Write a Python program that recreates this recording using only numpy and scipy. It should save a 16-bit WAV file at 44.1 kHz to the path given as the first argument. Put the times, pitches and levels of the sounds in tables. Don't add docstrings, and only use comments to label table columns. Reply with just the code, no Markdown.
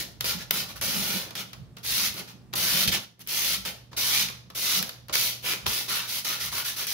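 import sys
import numpy as np
from scipy import signal
from scipy.fft import rfft, irfft, next_fast_len
from scipy.io import wavfile
from scipy.ndimage import uniform_filter1d, map_coordinates

SR = 44100
rng = np.random.default_rng(int(sys.argv[2]) if len(sys.argv) > 2 else 0)


def wrap_up_sound(samples):
    columns = np.atleast_2d(samples).T
    tamed = np.clip(columns, -1, 1)
    steps = np.round(tamed * 32767).astype(np.int16)
    wavfile.write(sys.argv[1], SR, steps)


N = 305957

# start_s, bite_s, push_s, fade_s, rasp_db, swell_db, hiss_db, chatter_db, body_db, rasp_centre_hz
STROKES = [ (0.0, 0.00063, .004, 0.062, -34, -3, -2, -11.5, -14, 4200),
           (0.241, 0.0034, 0.059, 0.075, -30, 5, -2.5, -11.5, -17, 3800),
           (0.372, 0.0092, .05, 0.034, -42, 4, -7, -7.5, -11.5, 3600),
           (0.525, .008, 0.065, 0.078, -33, 5, -2, -10, -16.5, 4000),
           (0.68, .01, 0.028, 0.044, -44, -6, -5, -9.5, -10, 3400),
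           (0.753, 0.0052, 0.015, 0.037, -45, 4, -2, -4.5, -15, 3400),
           (0.812, 0.0065, 0.35, 0.12, -34.5, -2.5, -1, -11, -12.5, 3780),
           (1.352, 0.0045, 0.059, 0.037, -37.5, 4, -7, -11, -14, 3550),
           (1.828, 0.032, 0.23, 0.059, -29, 6.5, -2.3, -14.5, -24, 3950),
           (2.14, 0.0037, 0.054, 0.042, -39, 23, -4.5, -11, -11.5, 3520),
           (2.274, 0.0036, 0.034, .04, -49.5, -4, -7, -6.5, -15, 3230),
           (2.554, .002, 0.28, 0.051, -27.5, 7.5, -2.04, -13, -20.5, 3800),
           (2.874, 0.0017, 0.013, 0.025, -27.5, 0, -5, -23, -14, 3700),
           (2.914, 0.0076, 0.035, 0.047, -27, -5, -6.5, -14, -14.5, 3040),
           (3.01, .01, 0.029, .025, -46, 3, -3, -7, -14, 3200),
           (3.195, 0.012, 0.024, .012, -43, 8, 0, -10, -19, 3130),
           (3.273, 0.012, .27, 0.043, -25.5, 6, -2.5, -16, -22.5, 4050),
           (3.653, 0.0025, 0.034, 0.047, -32.5, -7, -2.5, -13, -12, 3020),
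           (3.911, 0.0046, 0.016, 0.072, -54, -0.5, -10, -3, 0.5, 3600),
           (3.964, 0.0061, 0.25, 0.063, -22.5, 7, -3.5, -14.5, -24, 3950),
           (4.548, 0.0051, 0.24, 0.029, -23.5, 11.5, -4, -13.5, -23, 4200),
           (4.8, 0.006, 0.029, 0.065, -38, 0, -12, -17, -4.5, 3900),
           (5.085, 0.0044, 0.021, 0.031, -48, 0, -14, -5, 4, 3000),
           (5.125, 0.0073, 0.14, 0.099, -26, -3, -0.5, -18.5, -23, 3980),
           (5.423, 0.023, 0.097, 0.056, -26, 8.5, -3, -9.5, -16, 3000),
           (5.665, 0.004, 0.12, 0.11, -29.5, -1, -0.8, -14.5, -18.5, 4160),
           (5.877, 0.014, 0.074, 0.15, -27, -0.5, -2.5, -8, -19, 3570),
           (6.068, 0.021, 0.12, 0.042, -31, 1, -.5, -13.5, -27, 3980),
           (6.245, 0.0022, 0.082, 0.092, -28.5, 2.5, -3, -8.5, -18.5, 3730),
           (6.395, 0.015, 0.071, 0.054, -31, -7.5, -2, -13, -24, 4000),
           (6.515, .006, 0.079, 0.059, -29, 5.5, -1.5, -5.5, -18.5, 3700),
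           (6.643, 0.011, 0.037, 0.093, -28.5, -6, -1, -12.5, -27, 3600),
           (6.76, 0.0058, .07, 0.042, -30.5, 4.5, -2, -10.5, -17, 4000),
           (6.866, 0.007, 0.081, .05, -28.5, 0, -2, -14.5, -33, 4180), ]


def scraping(rasp_gain, hiss_gain, chatter_gain, body_gain):
    # pitch_hz, level_db
    rasp_tone = [(1000, -37), (1700, -19.5), (1950, -4.5), (2150, -1.5), (2490, -2.5), (2690, -2.5),
                 (3050, -4.5), (3460, -2.5), (4330, -3), (6220, -1.5), (7400, -10.5), (9000, -15),
                 (11700, -44), (19800, -120)]
    hiss_tone = [(5180, -13.5), (8800, -9), (10200, 1), (15100, -1), (15700, -0.5), (16200, -50),
                 (16300, -20), (16500, -47)]
    chatter_tone = [(500, -42), (850, -7.5), (1270, -4.5), (1380, 0), (1600, -5.5), (1730, -2),
                    (1900, -6.5), (2470, -24), (4180, -120)]
    wood_tone = [(140, -37.5), (240, -12), (313, -3), (376, -3.5), (471, -5.5), (553, -1.5), (594, -7.5),
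                 (632, -4.5), (679, -6.5), (900, -6), (1170, -17), (1980, -120)]
    grip = unit(amp(0.55 * wobble(30) + 0.75 * wobble(260)))
    rasp = amp(3) * rasp_gain * coloured(fibres(16000, drift_db=2, boost=rasp_colour), rasp_tone)
    hiss = amp(3) * hiss_gain * coloured(fibres(16000, drift_db=1.1), hiss_tone)
    chatter_snaps = fibres(5000, drift_db=3, boost=plank_rings)
    chatter = amp(2.5) * chatter_gain * coloured(chatter_snaps, chatter_tone)
    body = amp(1.1) * body_gain * coloured(fibres(5000, drift_db=1.9, boost=plank_rings), wood_tone)
    coarse = fibres(200, drift_db=1.5, boost=rasp_colour)
    splinters = amp(-12.5) * rasp_gain * coloured(coarse, rasp_tone)
    splinters += amp(-15.5) * hiss_gain * coloured(coarse, hiss_tone)
    return grip * (rasp + hiss + chatter + body + splinters)


def strokes():
    fade_curve = 1.41
    swell_shares, fade_shares = [0.9, 0.53, 1, 0.16], [1.21, 1.56, 0.97, 0.5]
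    power = np.zeros((4, N))
    for start, bite, push, fade, rasp_db, swell_db, hiss_db, chatter_db, body_db, _ in STROKES:
        first = round(start * SR)
        t = np.arange(min(SR, N - first)) / SR
        touch = 1 - np.exp(-t / bite)
        rise_db = -swell_db * np.maximum(1 - t / push, 0) ** 2
        fall_db = 15.5 * (np.maximum(t - push, 0) / fade) ** fade_curve
        for layer, over_db in enumerate((0, hiss_db, chatter_db, body_db)):
            level_db = rasp_db + over_db + swell_shares[layer] * rise_db - fade_shares[layer] * fall_db
            power[layer, first:first + len(t)] += (touch * amp(level_db)) ** 2
    return np.sqrt(power)


def fibres(snaps_per_s, drift_db, boost=lambda hz: 0):
    snapping = rng.random((2, N)) < snaps_per_s / SR
    snaps = snapping * rng.standard_normal((2, N)) * amp(2.5 * rng.standard_normal(N))
    hz, _, spectra = signal.stft(snaps, SR, nperseg=1024)
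    grain = uniform_filter1d(rng.standard_normal(spectra.shape[1:]), size=3, axis=0)
    grain = uniform_filter1d(grain, size=7, axis=1)
    return signal.istft(spectra * amp(drift_db * unit(grain) + boost(hz)), nperseg=1024)[1][:, :N]


def rasp_colour(hz, lift_db=6, width_octaves=0.51, sag_octaves=0.24):
    moments = signal.stft(np.zeros(N), SR, nperseg=1024)[1]
    centre_hz = np.zeros(len(moments))
    for start, _, push, fade, *_, stroke_hz in STROKES:
        begun = moments >= start
        travel = np.minimum((moments[begun] - start) / (push + fade), 1)
        centre_hz[begun] = stroke_hz * 2 ** (sag_octaves * (.5 - travel))
    octaves_away = np.log2((hz[:, None] + 1) / centre_hz)
    return plank_rings(hz) + lift_db * np.exp(-.5 * (octaves_away / width_octaves) ** 2)


def plank_rings(hz):
    # pitch_hz, width_hz, strength_db
    rings = [(572, 23, -2.5), (648, 20, -4), (1450, 53, -5.5), (1777, 33, -0.5), (2390, 60, -12),
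             (3013, 140, -1.5), (3380, 20, -23.5), (4260, 66, -6)]
    return 5 * sum(amp(db) / (1 + (2 * (hz[:, None] - pitch) / width) ** 2) for pitch, width, db in rings)


def contacts():
    # pitch_hz, level_db
    tick_tone = [(3000, -8.5), (6000, -3), (8500, -13.5), (10500, 8.5), (15500, 1.5), (18000, -6.5)]
    knock_tone = [(600, -25), (1400, 1), (2200, 1), (3500, 3), (5500, 0), (8000, -12.5), (14000, -30.5)]
    thud_tone = [(30, -40), (70, -11), (200, -4), (400, 6), (700, 2.5), (1200, 7), (2200, -15),
                 (5000, -57.5)]
    steel, planks, board = 1, 2, 3
    tick = amp(14.5) * blows(steel, tick_tone, ring_s=.003, ring_db=-2)
    graze = amp(0.5) * blows(planks, knock_tone, ring_s=.022, ring_db=20, delay_s=-.002)
    knock = amp(18) * blows(planks, knock_tone, ring_s=.018, ring_db=11)
    thud = amp(22.5) * blows(board, thud_tone, ring_s=.045, ring_db=8)
    return graze + tick + knock + thud


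def blows(column, tone, ring_s, ring_db, delay_s=.001, softness=0.43, size=4096):
    # start_s, tick_db, knock_db, thud_db
    landings = [(0.203, -46, -42, -53), (0.2076, -17.5, -18.5, -36.5), (0.242, -31, -23, -35),
                (0.5084, -8.5, -14, -32), (0.5403, -21, -37, -41), (0.812, -21, -25, -50),
                (0.824, -21, -39, -54), (1.306, -35, -34, -43), (1.3525, -28.5, -27.5, -48),
                (1.531, -34, -32, -45), (1.7679, -40, -34, -44), (1.783, -41, -42, -60),
                (2.1415, -28, -41, -43.5), (2.529, -46, -32, -39), (2.5359, -26, -21.5, -30.5),
                (2.5538, -23, -33, -48), (2.876, -17, -19.5, -51), (2.9227, -19, -25, -42),
                (3.1926, -35, -44, -63), (3.264, -45, -37, -62), (3.273, -19.5, -32, -61),
                (3.6503, -25, -23, -35), (3.9297, -46, -32, -36.5), (3.9725, -32, -39, -32),
                (4.2852, -27, -22, -46), (4.2995, -28.5, -39, -34.5), (4.5006, -35, -32.5, -39.5),
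                (4.8258, -13, -18, -47), (4.877, -31, -34, -55), (4.892, -21.5, -22, -47),
                (5.083, -33, -34, -44), (5.0947, -45, -27, -31), (5.138, -25, -14.5, -42),
                (5.1539, -11.5, -11.5, -30), (5.534, -32, -18, -32), (5.659, -38, -22, -29),
                (5.664, -18, -11, -22), (6.247, -32, -26, -44), (6.524, -37.5, -31, -38),
                (6.8686, -17, -25, -47)]
    out = np.zeros((2, N + 2 * size))
    t = np.arange(size) / SR
    push = impulse(tone)
    hardest_db = max(landing[column] for landing in landings)
    for landing in landings:
        smear = amp(softness * (hardest_db - landing[column]))
        ring = rng.standard_normal((2, size)) * amp(-60 * t / (ring_s * smear))
        ring *= smear * amp(ring_db) / np.linalg.norm(ring[0])
        ring[:, 0] = 1
        blow = signal.fftconvolve(ring, push[None], axes=1)
        start = round((landing[0] + delay_s) * SR)
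        out[:, start:start + blow.shape[1]] += amp(landing[column]) * blow / np.linalg.norm(blow[0])
    return out[:, :N]


def bench_rumble():
    # time_s, level_db
    shaking = [(0.0, -51), (0.04, -63), (0.23, -52.5), (0.75, -58), (0.81, -51), (1.51, -68), (1.6, -49),
               (1.85, -64.5), (1.89, -51), (2.05, -62), (2.11, -51), (2.18, -72), (2.63, -50), (2.86, -59),
               (2.88, -41), (3.11, -72), (3.59, -50), (3.88, -61), (3.98, -51), (4.08, -56), (5.28, -56),
               (5.31, -64), (5.62, -57), (5.68, -35), (5.8, -62), (6.4, -62), (6.45, -46.5), (6.94, -72)]
    # pitch_hz, level_db
    bench_tone = [(20, -56.5), (36, -25), (55, 5), (75, 2), (100, 1.5), (140, 5.5), (200, -14), (500, -75)]
    return amp(over_time(shaking) + 5) * coloured(rng.standard_normal((2, N)), bench_tone)


def planking_drum(body_gain):
    # peak_s, level_db, half_length_s
    judders = [(0.378, -43, 0.036), (0.587, -41.5, 0.042), (0.9, -40.5, 0.028), (0.97, -32.5, 0.045),
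               (1.143, -37.5, 0.035), (1.43, -51, 0.035), (1.618, -52.5, 0.034), (2.05, -46.5, 0.071),
               (2.204, -48, .025), (2.62, -46.5, 0.046), (2.767, -39.5, 0.047), (2.89, -37.5, 0.066),
               (3.586, -45, .03), (3.687, -51, .025), (4.24, -40, 0.047), (4.81, -34, 0.033),
               (5.22, -55, .05), (5.56, -50, 0.061), (5.682, -41, 0.033), (6.53, -52, .08)]
    # pitch_hz, width_hz, level_db
    resonances = [(165.4, 35, -3), (186.4, 18.6, 4), (219.4, 39, -3), (249, 31, -6)]
    judder_power = sum((amp(db) * np.exp(-.5 * ((clock() - peak) / half_length) ** 2)) ** 2
                       for peak, db, half_length in judders)
    scrape_gain, holding_gain = amp(-4.5) * body_gain, amp(-57.5)
    gain = np.sqrt(judder_power + scrape_gain ** 2 + holding_gain ** 2)

    def response(hz):
        ringing = sum((-1) ** k * amp(db) * 1j * hz * width / (pitch ** 2 - hz ** 2 + 1j * hz * width)
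                      for k, (pitch, width, db) in enumerate(resonances))
        return ringing / (1 + (hz / 330) ** 4)

    return gain * spread(rng.standard_normal((2, N)), response)


def workshop(sound, delay_s=.004, patterns=12):
    # pitch_hz, decay_s
    decays = [(150, 0.38), (600, 0.63), (2000, 0.42), (5000, 0.44), (10000, 0.35), (16000, 0.3)]
    out = np.zeros((2, N))
    place = np.linspace(0, patterns - 1, N)
    for k in range(patterns):
        hz, t, spectra = signal.stft(rng.standard_normal((2, SR * 3 // 4)), SR, nperseg=256)
        tail = signal.istft(spectra * amp(-60 * t / over_pitch(decays, hz)[:, None]), SR, nperseg=256)[1]
        tail = np.pad(tail / np.linalg.norm(tail[0]), ((0, 0), (round(delay_s * SR), 0)))
        share = np.sqrt(np.maximum(1 - abs(place - k), 0))
        out += signal.oaconvolve(sound * share, tail, axes=1)[:, :N]
    return out


def hum_and_air(mains_hz=120):
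    # time_s, level_db
    hum_levels = [(0, -58), (3.7, -54), (4.25, -46.5), (4.6, -54.5), (5.3, -48.5), (6.9, -55)]
    # pitch_hz, level_db
    air_tone = [(25, -46), (60, 2.5), (200, 3.5), (400, -3.5), (1000, -15), (4000, -24), (16000, -33)]
    hum_gain = amp(over_time(hum_levels) + wobble(1.9))
    hum = hum_gain * np.sqrt(2) * np.sin(2 * np.pi * mains_hz * clock() + 0.37 * wobble(0.97))
    return hum + amp(-56.5) * coloured(rng.standard_normal((2, N)), air_tone)


def amp(db):
    return 10 ** (np.asarray(db) / 20)


def unit(x):
    return x / np.sqrt(np.mean(x ** 2) + 1e-20)


def clock():
    return np.arange(N) / SR


def over_time(points):
    return np.interp(clock(), *np.transpose(points))


def over_pitch(points, hz):
    pitches, values = np.transpose(points)
    return np.interp(np.log(hz + 1), np.log(pitches + 1), values)


def wobble(rate):
    return map_coordinates(rng.standard_normal(int(N * rate / SR) + 4), [clock() * rate])


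def filtered(x, response):
    size = next_fast_len(N + 8192)
    return irfft(rfft(x, size) * response(np.fft.rfftfreq(size, 1 / SR)), size)[..., :N]


def spread(pair, response):
    # pitch_hz, likeness
    likeness = [(60, 0.86), (160, 0.59), (450, 1), (900, 0.32), (2000, 0.66), (3300, 0.078), (5500, 0.0),
                (15000, .02)]
    shares = lambda hz: np.sqrt(1 + np.outer([1, -1], np.clip(over_pitch(likeness, hz), -1, 1)))
    mid, side = filtered(pair, lambda hz: response(hz) * shares(hz))
    return unit(np.array([mid + side, mid - side]))


def coloured(pair, tone):
    return spread(pair, lambda hz: amp(over_pitch(tone, hz)))


def impulse(tone, size=2048):
    cepstrum = irfft(np.log(amp(over_pitch(tone, np.fft.rfftfreq(size, 1 / SR)))))
    cepstrum[1:size // 2] *= 2
    cepstrum[size // 2 + 1:] = 0
    click = irfft(np.exp(rfft(cepstrum)))
    return click / np.linalg.norm(click)


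def scene():
    # time_s, level_db
    dip = [(2.98, -0.5), (3.08, -7.5), (3.17, -12), (3.2, -5)]
    rasp_gain, hiss_gain, chatter_gain, body_gain = strokes()
    scrape = scraping(rasp_gain, hiss_gain, chatter_gain, body_gain)
    hits = contacts()
    echo = workshop(amp(-7.5) * scrape + amp(-6) * hits)
    mix = scrape + hits + echo + hum_and_air() + bench_rumble() + planking_drum(body_gain)
    return amp(over_time(dip)) * mix


def record(dry):
    # pitch_hz, left_over_right_db
    tilt = [(60, -3), (110, -2.2), (200, -4.5), (380, 1.5), (700, -2.5), (1290, -2.0), (2380, 0.5),
            (4400, -0.9), (8120, -1.5), (15000, 2.5)]
    lag_s, low_cut_hz, top_hz = 55e-6, 24, 15750

    def response(hz):
        balance = amp(np.outer([.5, -.5], over_pitch(tilt, hz)))
        lag = np.exp(np.outer([-1j, 1j], np.pi * lag_s * np.minimum(hz, 3000)))
        low_cut = hz ** 4 / (hz ** 4 + low_cut_hz ** 4)
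        high_cut = 1 / np.sqrt(1 + (hz / top_hz) ** 300)
        return balance * lag * low_cut * high_cut

    return filtered(dry, response)


dry = scene()
out = record(dry)
wrap_up_sound(out)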